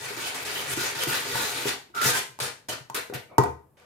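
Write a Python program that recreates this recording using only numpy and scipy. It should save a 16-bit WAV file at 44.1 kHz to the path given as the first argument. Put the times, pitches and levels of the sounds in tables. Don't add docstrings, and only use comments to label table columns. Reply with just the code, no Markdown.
import sys
import numpy as np
from scipy import signal
from scipy.io import wavfile

SR = 44100
rng = np.random.default_rng(int(sys.argv[2]) if len(sys.argv) > 2 else 0)


def gain_from_decibels(decibels):
    exponent = np.asarray(decibels, float) / 20
    return 10 ** exponent


def master_out(mix):
    frames = np.transpose(np.atleast_2d(mix))
    ceiling = np.clip(frames, -1, 1)
    pcm = np.round(ceiling * 32767).astype(np.int16)
    wavfile.write(sys.argv[1], SR, pcm)


N = 169785

# frequency_hz, level_db, t60_s
BOWL_MODES = [(78, -14.5, 0.42), (135, 1, 0.11), (174.6, -8, .08), (269.7, -11, 0.19), (345, -1, 0.083),
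              (409, -1.5, 0.099), (480, 0, 0.046), (1029, -5, 0.082), (721, -6.5, .07), (920.7, 6, 0.033),
              (1214, -5, 0.048), (1472, 7.5, 0.021), (1928, -4.5, 0.042), (2400, -5.5, 0.037)]
# frequency_hz, likeness (1 = identical)
CORRELATION = [(60, 1), (140, 0.8), (250, 1), (600, 0.44), (1500, 0.37), (8000, 0.12)]
# frequency_hz, left_over_right_db
BALANCE = [(60, 0.5), (140, 2.5), (250, -0.5), (600, 2), (3000, 0.5), (15000, 1)]
SIDES = np.array([[1], [-1]])
BAND_EDGES_HZ = 40 * 2 ** np.arange(0, 8.9, .5)


def rms_one(x):
    return x / np.sqrt(np.mean(x ** 2) + 1e-20)


def at_hz(points, hz):
    table = np.array(points)
    return np.interp(np.log(hz), np.log(table[:, 0]), table[:, 1])


def drift(rate_hz):
    pole = np.exp(-80 * np.pi * rate_hz / SR)
    noise = rng.standard_normal(N // 40 + 2002)
    slow = signal.lfilter([1], [1, -2 * pole, pole * pole], noise)[2000:]
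    return np.interp(np.arange(N) / 40, np.arange(len(slow)), rms_one(slow))


def ring(x, hz, t60_s):
    radius = gain_from_decibels(-60 / (t60_s * SR))
    angle = 2 * np.pi * hz / SR
    return signal.lfilter([0, np.sin(angle)], [1, -2 * radius * np.cos(angle), radius * radius], x + 1e-18)


def to_sides(mid, side, hz):
    alike = np.clip(at_hz(CORRELATION, hz), -1, 1)
    lean = gain_from_decibels(at_hz(BALANCE, hz) / 2 * SIDES)
    return lean * (np.sqrt(1 + alike) * mid + np.sqrt(1 - alike) * side * SIDES)


def bands(source, gain_db):
    out = 0
    for k, (low, high) in enumerate(zip(BAND_EDGES_HZ, BAND_EDGES_HZ[1:])):
        band = signal.butter(2, [low, high], "band", fs=SR, output="sos")
        mid, side = signal.sosfilt(band, source[k % 2])
        hz = np.sqrt(low * high)
        out = out + gain_from_decibels(gain_db(hz)) * to_sides(mid, side, hz)
    return out


def whisk():
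    # touch_s, hardest_s, lift_s, level_db, softer_at_touch_db, softer_at_lift_db
    sweeps = [(-.01, 0, 0.16, -33.5, 0, 3), (.165, .28, 0.35, -31, 0.5, 10),
              (.345, .385, 0.44, -35, -2, -1), (.45, .57, .67, -31, 0, 3.5), (.67, .71, 0.74, -28, 6.5, -1),
              (.765, .86, 0.98, -27.5, 0.5, 15), (.95, 1.035, 1.038, -25.5, 8, -14),
              (1.075, 1.14, 1.23, -24.5, 2, 8.5), (1.23, 1.42, 1.587, -26, 6.5, 10),
              (1.545, 1.585, 1.737, -31, 14, 1), (1.65, 1.70, 1.696, -27.5, 14, -5)]
    drags = [
        (1.947, 1.989, 2.02, -32.5, 2, 2.5),
        (2.014, 2.063, 2.112, -18.5, 6.5, 2.5),
        (2.135, 2.135, 2.196, -25.5, -1, 0),
        (2.401, 2.455, 2.494, -29, -4, 9.5),
        (2.686, 2.721, 2.74, -32.5, -2.5, -3),
        (2.945, 2.982, 3, -29.5, -5.5, 8),
        (3.137, 3.145, 3.1616, -31, -3, 5.5),
        (3.77, 3.792, 4.6, -59, -4, 6),
    ]
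    # (s, s, s, dB, dB, dB)
    slides = [
        (3.275, 3.32, 3.354, -49.5, 26, 14.5),
        (3.125, 3.15, 3.177, -42, -2.5, 8.5),
    ]
    # frequency_hz, density_db (per Hz)
    rasp_spectrum = [(59, -55.5), (100, -24), (224, -17), (358, -3), (662, 2.5), (1480, 0.5), (4020, -1.5),
                     (11400, -6), (16000, -15.5)]
    rub_db, slide_rub_db = -11, -9.5
    brightens, flutter_db, patchy_db = 0.31, 1.8, 1.0
    fleck_db, slide_hz = -13, 920

    press = contact(sweeps + drags)
    effort_db = 20 * np.log10(press + 1e-4) + 35
    slips, shared_db = grains(), drift(25)

    def rasp_db(hz):
        brightness = brightens * effort_db * np.log2(hz / 3000) / 2
        patches = patchy_db * drift(11) + flutter_db * drift(30)
        return at_hz(rasp_spectrum, hz) + brightness + shared_db + patches

    def rub_force(k, hz):
        return slips[k % 2, 0] * gain_from_decibels(2.5 * drift(11.7) - 5.8 * (hz < 200))

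    rasp = rms_one(bands(slips, rasp_db)) + gain_from_decibels(fleck_db) * flecks()
    rub = rms_one(body(rub_force))
    dull = rms_one(signal.sosfilt(signal.butter(3, slide_hz, fs=SR, output="sos"), rasp))
    strokes = press * (rasp + gain_from_decibels(rub_db) * rub)
    sliding = contact(slides) * (dull + gain_from_decibels(slide_rub_db) * rub)
    return strokes + sliding + flares(slips)


def contact(rows):
    t, edge_s = np.arange(N) / SR, 0.0025
    gain = 0
    for touch, hardest, lift, db, soft_db, eased_db in rows:
        level_db = np.interp(t, [touch, hardest, lift], [db - soft_db, db, db - eased_db])
        gate = np.clip(np.minimum(t - touch, lift - t) / edge_s + .5, 0, 1)
        gain = gain + gain_from_decibels(level_db) * gate
    return gain


def grains():
    shape, slips_per_s, spread_db = (2, 2, N), 7000, 3.0
    sizes = gain_from_decibels(spread_db * np.minimum(rng.exponential(1, shape), 5)) * rng.choice([-1, 1], shape)
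    return rms_one(sizes * (rng.random(shape) < slips_per_s / SR))


def flecks():
    per_s, ring_cycles = 400, 45
    pitches_hz = np.geomspace(1710, 5420, 24)
    born = (rng.random(N) < per_s / SR) * gain_from_decibels(2.9 * np.minimum(rng.exponential(1, N), 3))
    dealt = rng.integers(0, 24, N)
    lean = rng.uniform(-1, 1, (2, N))
    out = 0
    for k, hz in enumerate(pitches_hz):
        push = ring(born * lean * (dealt == k), hz, 8 / hz)
        out = out + ring(push, hz, ring_cycles / hz) * hz
    return rms_one(out)


def flares(slips):
    # start_s, length_s, pitch_hz, level_db
    moments = [(0.234, 0.043, 3190, -41.5), (0.552, 0.029, 3040, -35.5), (0.557, 0.017, 1950, -40),
               (0.999, 0.043, 3206, -34), (1.139, 0.046, 4050, -40), (1.159, 0.056, 1920, -44.5),
               (1.328, .16, 3940, -40), (1.397, 0.02, 1440, -40), (1.559, 0.034, 4000, -40),
               (1.939, 0.11, 1370, -32), (2.08, 0.097, 1597, -35), (2.686, 0.031, 4070, -44.5),
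               (2.695, 0.0083, 3060, -34), (2.689, 0.02, 640, -38.5), (3.278, 0.13, 1260, -66.5),
               (3.263, 0.17, 2258, -66.5), (0.978, 0.085, 480, -41), (1.25, 0.031, 469, -43.5)]
    sharpness = 21
    out = np.zeros((2, N))
    for s, length, hz, db in moments:
        a, b = int(s * SR), int((s + length) * SR)
        tone = ring(slips[0, :, a:b], hz, sharpness / hz)
        tone = ring(tone, hz, sharpness / hz)
        swell = np.sin(np.linspace(0, 3, b - a)) ** .5
        out[:, a:b] += gain_from_decibels(db) * rms_one(tone) * swell
    return out


def knocks():
    # start_s, peak_db, favoured_pitch_hz, crack_db (against the thud)
    blows = [(.104, -30, 428, -40), (.174, -29, 338, -40), (.455, -35, 460, -27), (.773, -21, 338, -40),
             (1.07, -23, 356, -40), (0.958, -33, 127, -45), (1.074, -29, 135, -45),
             (1.346, -22.5, 158.5, -43), (1.355, -26, 862, -30), (1.655, -19.5, 421, -43),
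             (1.66, -32, 135, -45), (1.899, -45.5, 324, -15), (2.056, -16.5, 151, -34),
             (2.389, -29, 1050, -6.5), (2.415, -29, 126, -45), (2.289, -39, 121.4, -45),
             (2.687, -21.5, 644, -14), (2.804, -38.5, 125, -48.5), (2.899, -29, 1000, -7),
             (2.975, -28, 507, -35), (3.098, -27.5, 454, -20.5), (3.144, -28.5, 130, -46),
             (3.3818, -9.5, 950, -8.5), (3.384, -9.5, 151.6, -39), (3.385, -10.5, 409, -39),
             (3.436, -14, 650, -15), (3.459, -20, 80, -53), (3.455, -22.5, 449.3, -31.5),
             (3.49, -32.5, 400, -33.5), (3.798, -50, 2400, -5.5)]
    spot_octaves, spot_widens, spot_loss_db = 0.28, 0.027, 18.5
    knock_db, uneven_db, contact_cycles = -3, 1.5, 3.5
    crack_s, crack_hz = .004, [2000, 12000]

    s, db, spot_hz, crack_db = np.transpose(blows)
    at = (s * SR).astype(int)
    luck_db = rng.normal(0, uneven_db, (len(s), len(BOWL_MODES)))
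    wide = spot_octaves + spot_widens * np.clip(db + 21.5, 0, None)

    def force(k, hz):
        clicks = np.zeros(N)
        loss_db = spot_loss_db * np.tanh((np.log2(hz / spot_hz) / wide) ** 2)
        clicks[at] = gain_from_decibels(db + knock_db + luck_db[:, k] - loss_db)
        push = ring(clicks, hz, contact_cycles / hz)
        return push * 2 * np.log(1000) * hz / contact_cycles / SR

    ticks = np.zeros(N)
    ticks[at] = gain_from_decibels(db + crack_db)
    decay = signal.lfilter([1], [1, -np.exp(-1 / (crack_s * SR))], ticks + 1e-18)
    burst = decay * rng.standard_normal((2, N))
    crack = signal.sosfilt(signal.butter(1, crack_hz, "band", fs=SR, output="sos"), burst)
    return body(force) + crack


def body(force):
    out = np.zeros((2, N))
    for k, (hz, db, t60) in enumerate(BOWL_MODES):
        tone = gain_from_decibels(db) * ring(force(k, hz), hz, t60)
        late = np.concatenate([np.zeros(int(SR / hz / 4)), tone])[:N]
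        out += to_sides(tone, late * (-1) ** k, hz)
    return out


def kitchen(x):
    # frequency_hz, t60_s
    decay_times = [(100, 0.44), (500, 0.34), (2000, 0.33), (6000, 0.33), (14000, 0.29)]
    # frequency_hz, level_db
    colour = [(60, -6.5), (200, -6.5), (500, -0.5), (2000, 2), (14000, -5)]
    first_echo_s = 0.0019
    t = np.arange(int(.7 * SR)) / SR
    noise = rng.standard_normal((2, 2, len(t)))
    tail = bands(noise, lambda hz: at_hz(colour, hz) - 60 * t / at_hz(decay_times, hz))
    tail = tail * np.clip(t / first_echo_s - 1, 0, 1)
    tail /= np.sqrt(np.sum(tail ** 2) / 2)
    return signal.fftconvolve(x, tail, axes=1)[:, :N]


def house_hum():
    # frequency_hz, density_db (per Hz)
    hum_spectrum = [(40, 2), (75, -3.5), (125, -2), (200, -11.5), (950, -17), (1300, -27), (4800, -42.5),
                    (15000, -29.5)]
    noise = rng.standard_normal((2, 2, N))
    return gain_from_decibels(-62.5) * rms_one(bands(noise, lambda hz: at_hz(hum_spectrum, hz)))


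def scene():
    wires, blows = whisk(), knocks()
    room_db, knock_room_db = -2.5, -7
    tail = kitchen(gain_from_decibels(room_db) * wires + gain_from_decibels(knock_room_db) * blows)
    return wires + blows + tail + house_hum()


def roll_off(x):
    return signal.sosfilt(signal.butter(12, 16670, fs=SR, output="sos"), x)


def record(dry):
    low_hz, high_hz, ceiling = 94, 15700, .97
    x = signal.sosfilt(signal.butter(3, low_hz, "high", fs=SR, output="sos"), dry)
    rounded = x / (1 + (x / ceiling) ** 8) ** .125
    mix = signal.sosfilt(signal.cheby2(10, 50, 1.07 * high_hz, fs=SR, output="sos"), rounded)
    return roll_off(mix)


dry = scene()
out = record(dry)
master_out(out)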